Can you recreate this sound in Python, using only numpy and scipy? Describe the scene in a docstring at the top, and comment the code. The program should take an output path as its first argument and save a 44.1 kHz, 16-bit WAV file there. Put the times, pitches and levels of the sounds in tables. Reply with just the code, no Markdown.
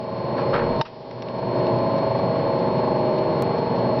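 """A quiet room, heard from the built-in microphone of a hand-held camera. From the start a small motor whirrs
and flutters, the camera's electronics whine thinly, and an open pocket watch ticks very faintly, a few beats
louder than the rest. Right by the microphone, fingers scuff the camera twice; then a sharp knock on its shell
makes the gain control duck. The whirr swells back among a few handling ticks, and one bright, sharp click
follows."""
import sys
import numpy as np
from scipy import signal
from scipy.fft import rfft, irfft
from scipy.io import wavfile
from scipy.ndimage import uniform_filter1d, minimum_filter1d

SR = 44100
rng = np.random.default_rng(int(sys.argv[2]) if len(sys.argv) > 2 else 0)


def master_out(mix):
    """Clip the mix to full scale and print it as 16-bit PCM to the path in sys.argv[1]."""
    frames = np.transpose(np.atleast_2d(mix))
    ceiling = np.clip(frames, -1, 1)
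    pcm = np.round(ceiling * 32767).astype(np.int16)
    wavfile.write(sys.argv[1], SR, pcm)


N = 176400


def amp(db):
    """Decibels to gain."""
    return 10 ** (np.asarray(db) / 20)


def unit(x):
    """Scales to rms 1."""
    return x / np.sqrt(np.mean(abs(x) ** 2) + 1e-20)


def fade(t, t60):
    """Exponential decay that loses 60 dB in t60 seconds."""
    return np.exp(-np.log(1000) * t / t60)


def add(mix, start_s, sound):
    """Mixes a sound in at start_s."""
    part = mix[max(round(start_s * SR), 0):][:len(sound)]
    part += sound[:len(part)]


def noise(spectrum):
    """Coloured noise. Each row of the spectrum: frequency in Hz, level in dB per Hz."""
    hz, db = np.transpose(spectrum)
    gain = amp(np.interp(np.log(np.fft.rfftfreq(N, 1 / SR) + 1), np.log(hz + 1), db))
    return irfft(rfft(rng.standard_normal(N)) * gain, N) * np.sqrt(SR / 2)


def drift(rate_hz, count=2048):
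    """A complex random wander of rms about 1, moving at up to about rate_hz."""
    hz = np.fft.fftfreq(count, N / SR / count)
    white = rng.standard_normal(count) + 1j * rng.standard_normal(count)
    wander = np.fft.ifft(white * np.exp(-.5 * (hz / rate_hz) ** 2))
    return np.interp(np.linspace(0, count - 1, N), np.arange(count), unit(wander))


def motor(turn_hz=24.0, swell_width_s=0.095, trim_db=-0.06):
    """Partly steady, partly wandering partials over rushing air; both flutter once a turn, in swells."""
    # Each row: frequency in Hz near a multiple of the turn rate, level in dB, unsteady share from 0 to 1.
    partials = [(96.5, -50.0, 0.12), (119.8, -36.3, 0.13), (193.2, -45.0, 0.24), (241.0, -39.1, 0.4),
                (263.6, -41.8, 0.47), (287.9, -43.1, 0.47), (311.7, -45.8, 0.6), (336.2, -38.9, 0.56),
                (360.0, -34.1, 0.26), (384.5, -35.8, 0.51), (408.3, -38.3, 0.4), (456.1, -36.5, 0.46),
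                (479.8, -32.7, 0.16), (528.1, -39.1, 0.25), (552.7, -31.9, 0.35), (576.2, -38.8, 0.37),
                (599.6, -34.9, 0.62), (624.6, -33.9, 0.66), (648.0, -32.0, 0.17), (671.2, -40.0, 0.58),
                (696.2, -47.2, 0.24), (720.8, -45.0, 0.49), (744.6, -48.2, 0.44), (769.1, -44.9, 0.25),
                (817.3, -39.5, 0.48), (841.8, -39.8, 0.71), (864.4, -39.7, 0.69), (887.6, -40.1, 0.59),
                (915.2, -40.1, 0.62), (937.2, -45.7, 0.43), (959.7, -45.6, 0.52), (1009.2, -47.4, 0.35),
                (1032.4, -40.0, 0.56), (1058.8, -46.3, 0.78), (1080.7, -46.5, 0.13), (1105.3, -45.5, 0.75),
                (1129.1, -49.8, 0.14)]
    # Swells of the flutter. Each row: time of the strongest beat in seconds, depth from 0 to 1.
    swells = [(0.203, 0.22), (.975, 0.2), (1.35, 0.5), (2.116, 0.48), (2.881, 0.39), (3.63, 0.51)]
    # Air and hiss under the motor. 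Each row: frequency in Hz, level in dB per Hz.
    air = [(20, -72.5), (42, -81.5), (62, -69.5), (96, -59.5), (135, -48), (180, -50.5), (245, -53),
           (330, -59.5), (480, -58.5), (630, -54.5), (740, -65), (900, -58.5), (1100, -64), (1220, -71.5),
           (1650, -74), (2300, -77.5), (3200, -84), (4000, -85.5), (5100, -92.5), (5900, -101.5)]
    t, whirr, flutter = np.arange(N) / SR, np.zeros(N), np.zeros(N)
    for hz, db, unsteady in partials:
        sway = np.sqrt(1 - unsteady) + np.sqrt(unsteady) * drift(rate_hz=1.59)
        tone = np.exp(2j * np.pi * (hz * t + rng.random()))
        whirr += amp(db + trim_db) * np.sqrt(2) * (unit(sway) * tone).real
    for peak_s, depth in swells:
        swell = depth * np.exp(-.5 * ((t - peak_s) / swell_width_s) ** 2)
        flutter += swell * np.cos(2 * np.pi * turn_hz * (t - peak_s))
    return whirr * (1 + flutter) + noise(air) * (1 + 0.22 * flutter)


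def knocks(rise_s=0.00047):
    """A knock and ticks, each a short crack and the ring of a hard shell. The first rows are handling on the
    camera; the last three fall on the pocket watch's beat and are its occasional louder ticks."""
    # Each row: start in seconds, level in dB, ring in dB relative to that level.
    hits = [(0.8121, 6, -1.5), (1.1105, -21.5, -6), (1.2219, -17, -8.5), (1.2855, -26, -2),
            (1.6687, -29.5, 1.5), (1.9839, -32, -6.5), (2.592, -36, -28), (3.186, -35, -12)]
    # Each row: frequency in Hz, relative level in dB, seconds to fade by 60 dB.
    shell_modes = [(644, -18.5, 0.17), (907, 4, .042), (1196, -26, 0.013), (1420, -46.5, 0.034),
                   (2840, -4.5, 0.015), (2950, -23.5, 0.061), (3750, -8, 0.022), (5010, -26.5, 0.075)]
    # Each row: frequency in Hz, relative level in dB.
    crack_colour = [(100, -10.5), (700, 3), (1200, 1), (1800, -3), (4000, -8), (5000, -9), (6000, -9)]
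    t, out = np.arange(SR // 5) / SR, np.zeros(N)
    ring = sum(amp(db) * fade(t, t60) * np.sin(2 * np.pi * hz * t) for hz, db, t60 in shell_modes)
    envelope = np.minimum(t / rise_s, 1) * fade(t, t60=0.026)
    for start_s, db, ring_db in hits:
        crack = envelope * unit(noise(crack_colour))[:len(t)]
        add(out, start_s, amp(db) * (crack + amp(ring_db) * ring))
    return out


def scuffs(grain_db=4.5):
    """Fingers slide on the camera: a grainy rub, the fizz of skin on plastic, rumble through the body."""
    # Each row: start, rise and 60 dB fade in seconds, then the levels of rub, rumble and fizz in dB.
    slides = [(.36, .03, 0.36, -29.5, -67, -42), (.525, .016, 0.35, -19.5, -34, -49),
              (.56, .12, .9, -53, -34.5, -62.5), (.847, 0.013, 0.12, -20.5, -49, -19.5)]
    # Spectra of the three layers. Each row: frequency in Hz, relative level in dB.
    rub_colour = [(200, -15), (600, -3), (1000, 4.5), (1400, 0.5), (2200, -8.5), (3200, -18), (4600, -27.5),
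                  (5900, -35.5)]
    fizz_colour = [(1000, -18.5), (2600, 10.5), (4200, -4.5), (5200, -1), (5900, -0.5)]
    rumble_colour = [(15, -2.5), (30, -11), (60, 1.5), (110, -4.5), (200, -6.5), (500, -49)]
    t, out = np.arange(N) / SR, np.zeros(N)
    grain = amp(grain_db * drift(rate_hz=160).real)
    rub = unit(noise(rub_colour) * grain)
    fizz = unit(noise(fizz_colour) * grain)
    rumble = unit(noise(rumble_colour))
    for start_s, rise_s, t60, rub_db, rumble_db, fizz_db in slides:
        age = t - start_s
        envelope = np.clip(age / rise_s, 0, 1) * fade(np.maximum(age - rise_s, 0), t60)
        out += envelope * (amp(rub_db) * rub + amp(rumble_db) * rumble + amp(fizz_db) * fizz)
    return out


def click(start_s=3.4233, db=-14.5, decay_s=.0003):
    """A single sharp click: a sudden step that dies at once."""
    t, out = np.arange(SR // 20) / SR, np.zeros(N)
    add(out, start_s, -amp(db) * np.exp(-t / decay_s))
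    return out


def squeaks():
    """Faint, fuzzy whistles of skin slipping on plastic."""
    # Each row: peak time and half-length in seconds, pitch in Hz, level in dB.
    slips = [(.4, .025, 4600, -49), (.52, .04, 5180, -51)]
    t, out = np.arange(N) / SR, np.zeros(N)
    for peak_s, half_s, hz, db in slips:
        envelope = np.exp(-.5 * ((t - peak_s) / half_s) ** 2)
        whistle = (drift(rate_hz=40) * np.exp(2j * np.pi * hz * t)).real
        out += amp(db) * envelope * whistle
    return out


def whine(wobble=0.059):
    """Thin, nearly steady tones of the camera's electronics."""
    # Each row: frequency in Hz, level in dB.
    tones = [(4290, -46.5), (1650, -64), (2280, -57.5), (2896, -63), (3580, -70)]
    t, out = np.arange(N) / SR, np.zeros(N)
    for hz, db in tones:
        sway = 1 + wobble * drift(rate_hz=9)
        out += amp(db) * np.sqrt(2) * (sway * np.exp(2j * np.pi * hz * t)).real
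    return out


def watch(first_beat_s=.163, beat_s=.2, scatter_db=1.5):
    """The pocket watch's escapement ticks faintly: each beat is a light unlocking, then the stroke."""
    # Each row: delay into the beat in seconds, level in dB.
    escapement = [(0, -42.5), (0.0183, -43.5), (.025, -41)]
    # Each row: frequency in Hz, relative level in dB.
    tick_colour = [(800, -23), (2000, 0), (3200, 0.5), (4200, 3), (5500, -3)]
    t, envelope = np.arange(SR // 20) / SR, np.zeros(N)
    for start_s in np.arange(first_beat_s, N / SR, beat_s):
        for delay_s, db in escapement:
            strength = amp(db + scatter_db * rng.standard_normal())
            add(envelope, start_s + delay_s, strength * fade(t, t60=0.03))
    return envelope * unit(noise(tick_colour))


def hiss():
    """The camera's own hiss and deep rumble."""
    # Each row: frequency in Hz, level in dB per Hz.
    noise_floor = [(10, -80), (25, -77.5), (40, -92), (200, -98), (2000, -93.5), (5000, -92), (5900, -100)]
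    return noise(noise_floor)


def gain_control(x, threshold_db=-16.5, knee_db=2, makeup_db=1.23):
    """Ducks fast on a loud sound, holds, and recovers slowly; it starts partly ducked and settles."""
    attack_s, hold_s, release_db_per_s = 0.0003, .06, 28
    start_duck_db, settle_db_per_s = 10, 19.5
    t = np.arange(N) / SR
    power = abs(uniform_filter1d(x ** 2, size=190))
    over_db = 10 * np.log10(power + 1e-12) - threshold_db
    hold = 2 * int(hold_s * SR / 2) + 1
    held_db = -minimum_filter1d(-over_db, hold, origin=hold // 2)  # highest level of the last hold_s
    fall_db = release_db_per_s * t
    released_db = np.maximum.accumulate(held_db + fall_db) - fall_db
    excess_db = np.maximum(released_db, start_duck_db - settle_db_per_s * t)
    duck_db = knee_db * np.logaddexp(0, excess_db / knee_db)
    pole = np.exp(-1 / (attack_s * SR))
    smooth_db, _ = signal.lfilter([1 - pole], [1, -pole], duck_db, zi=[pole * duck_db[0]])
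    return x * amp(makeup_db - smooth_db)


def limit(x, ceiling_db=-10.5):
    """Rounds off peaks at the ceiling."""
    return x / (1 + (x / amp(ceiling_db)) ** 6) ** (1 / 6)


def low_pass(x, hz, taps):
    """Steep linear-phase low-pass."""
    return signal.oaconvolve(x, signal.firwin(taps, hz, window=("kaiser", 9), fs=SR), "same")


def scene():
    """Motor and watch in the room, whine and handling on the camera itself, all at one microphone."""
    return (motor() + whine() + watch() + scuffs() + squeaks() + knocks())[None]


def record(dry):
    """The camera ducks, limits and dulls the sound; its hiss never ducks, and the click stays bright."""
    levelled = limit(gain_control(dry[0]))
    dull = low_pass(levelled + hiss(), hz=5736, taps=201)
    return low_pass(dull + click(), hz=15900, taps=511)[None]


dry = scene()
out = record(dry)
master_out(out)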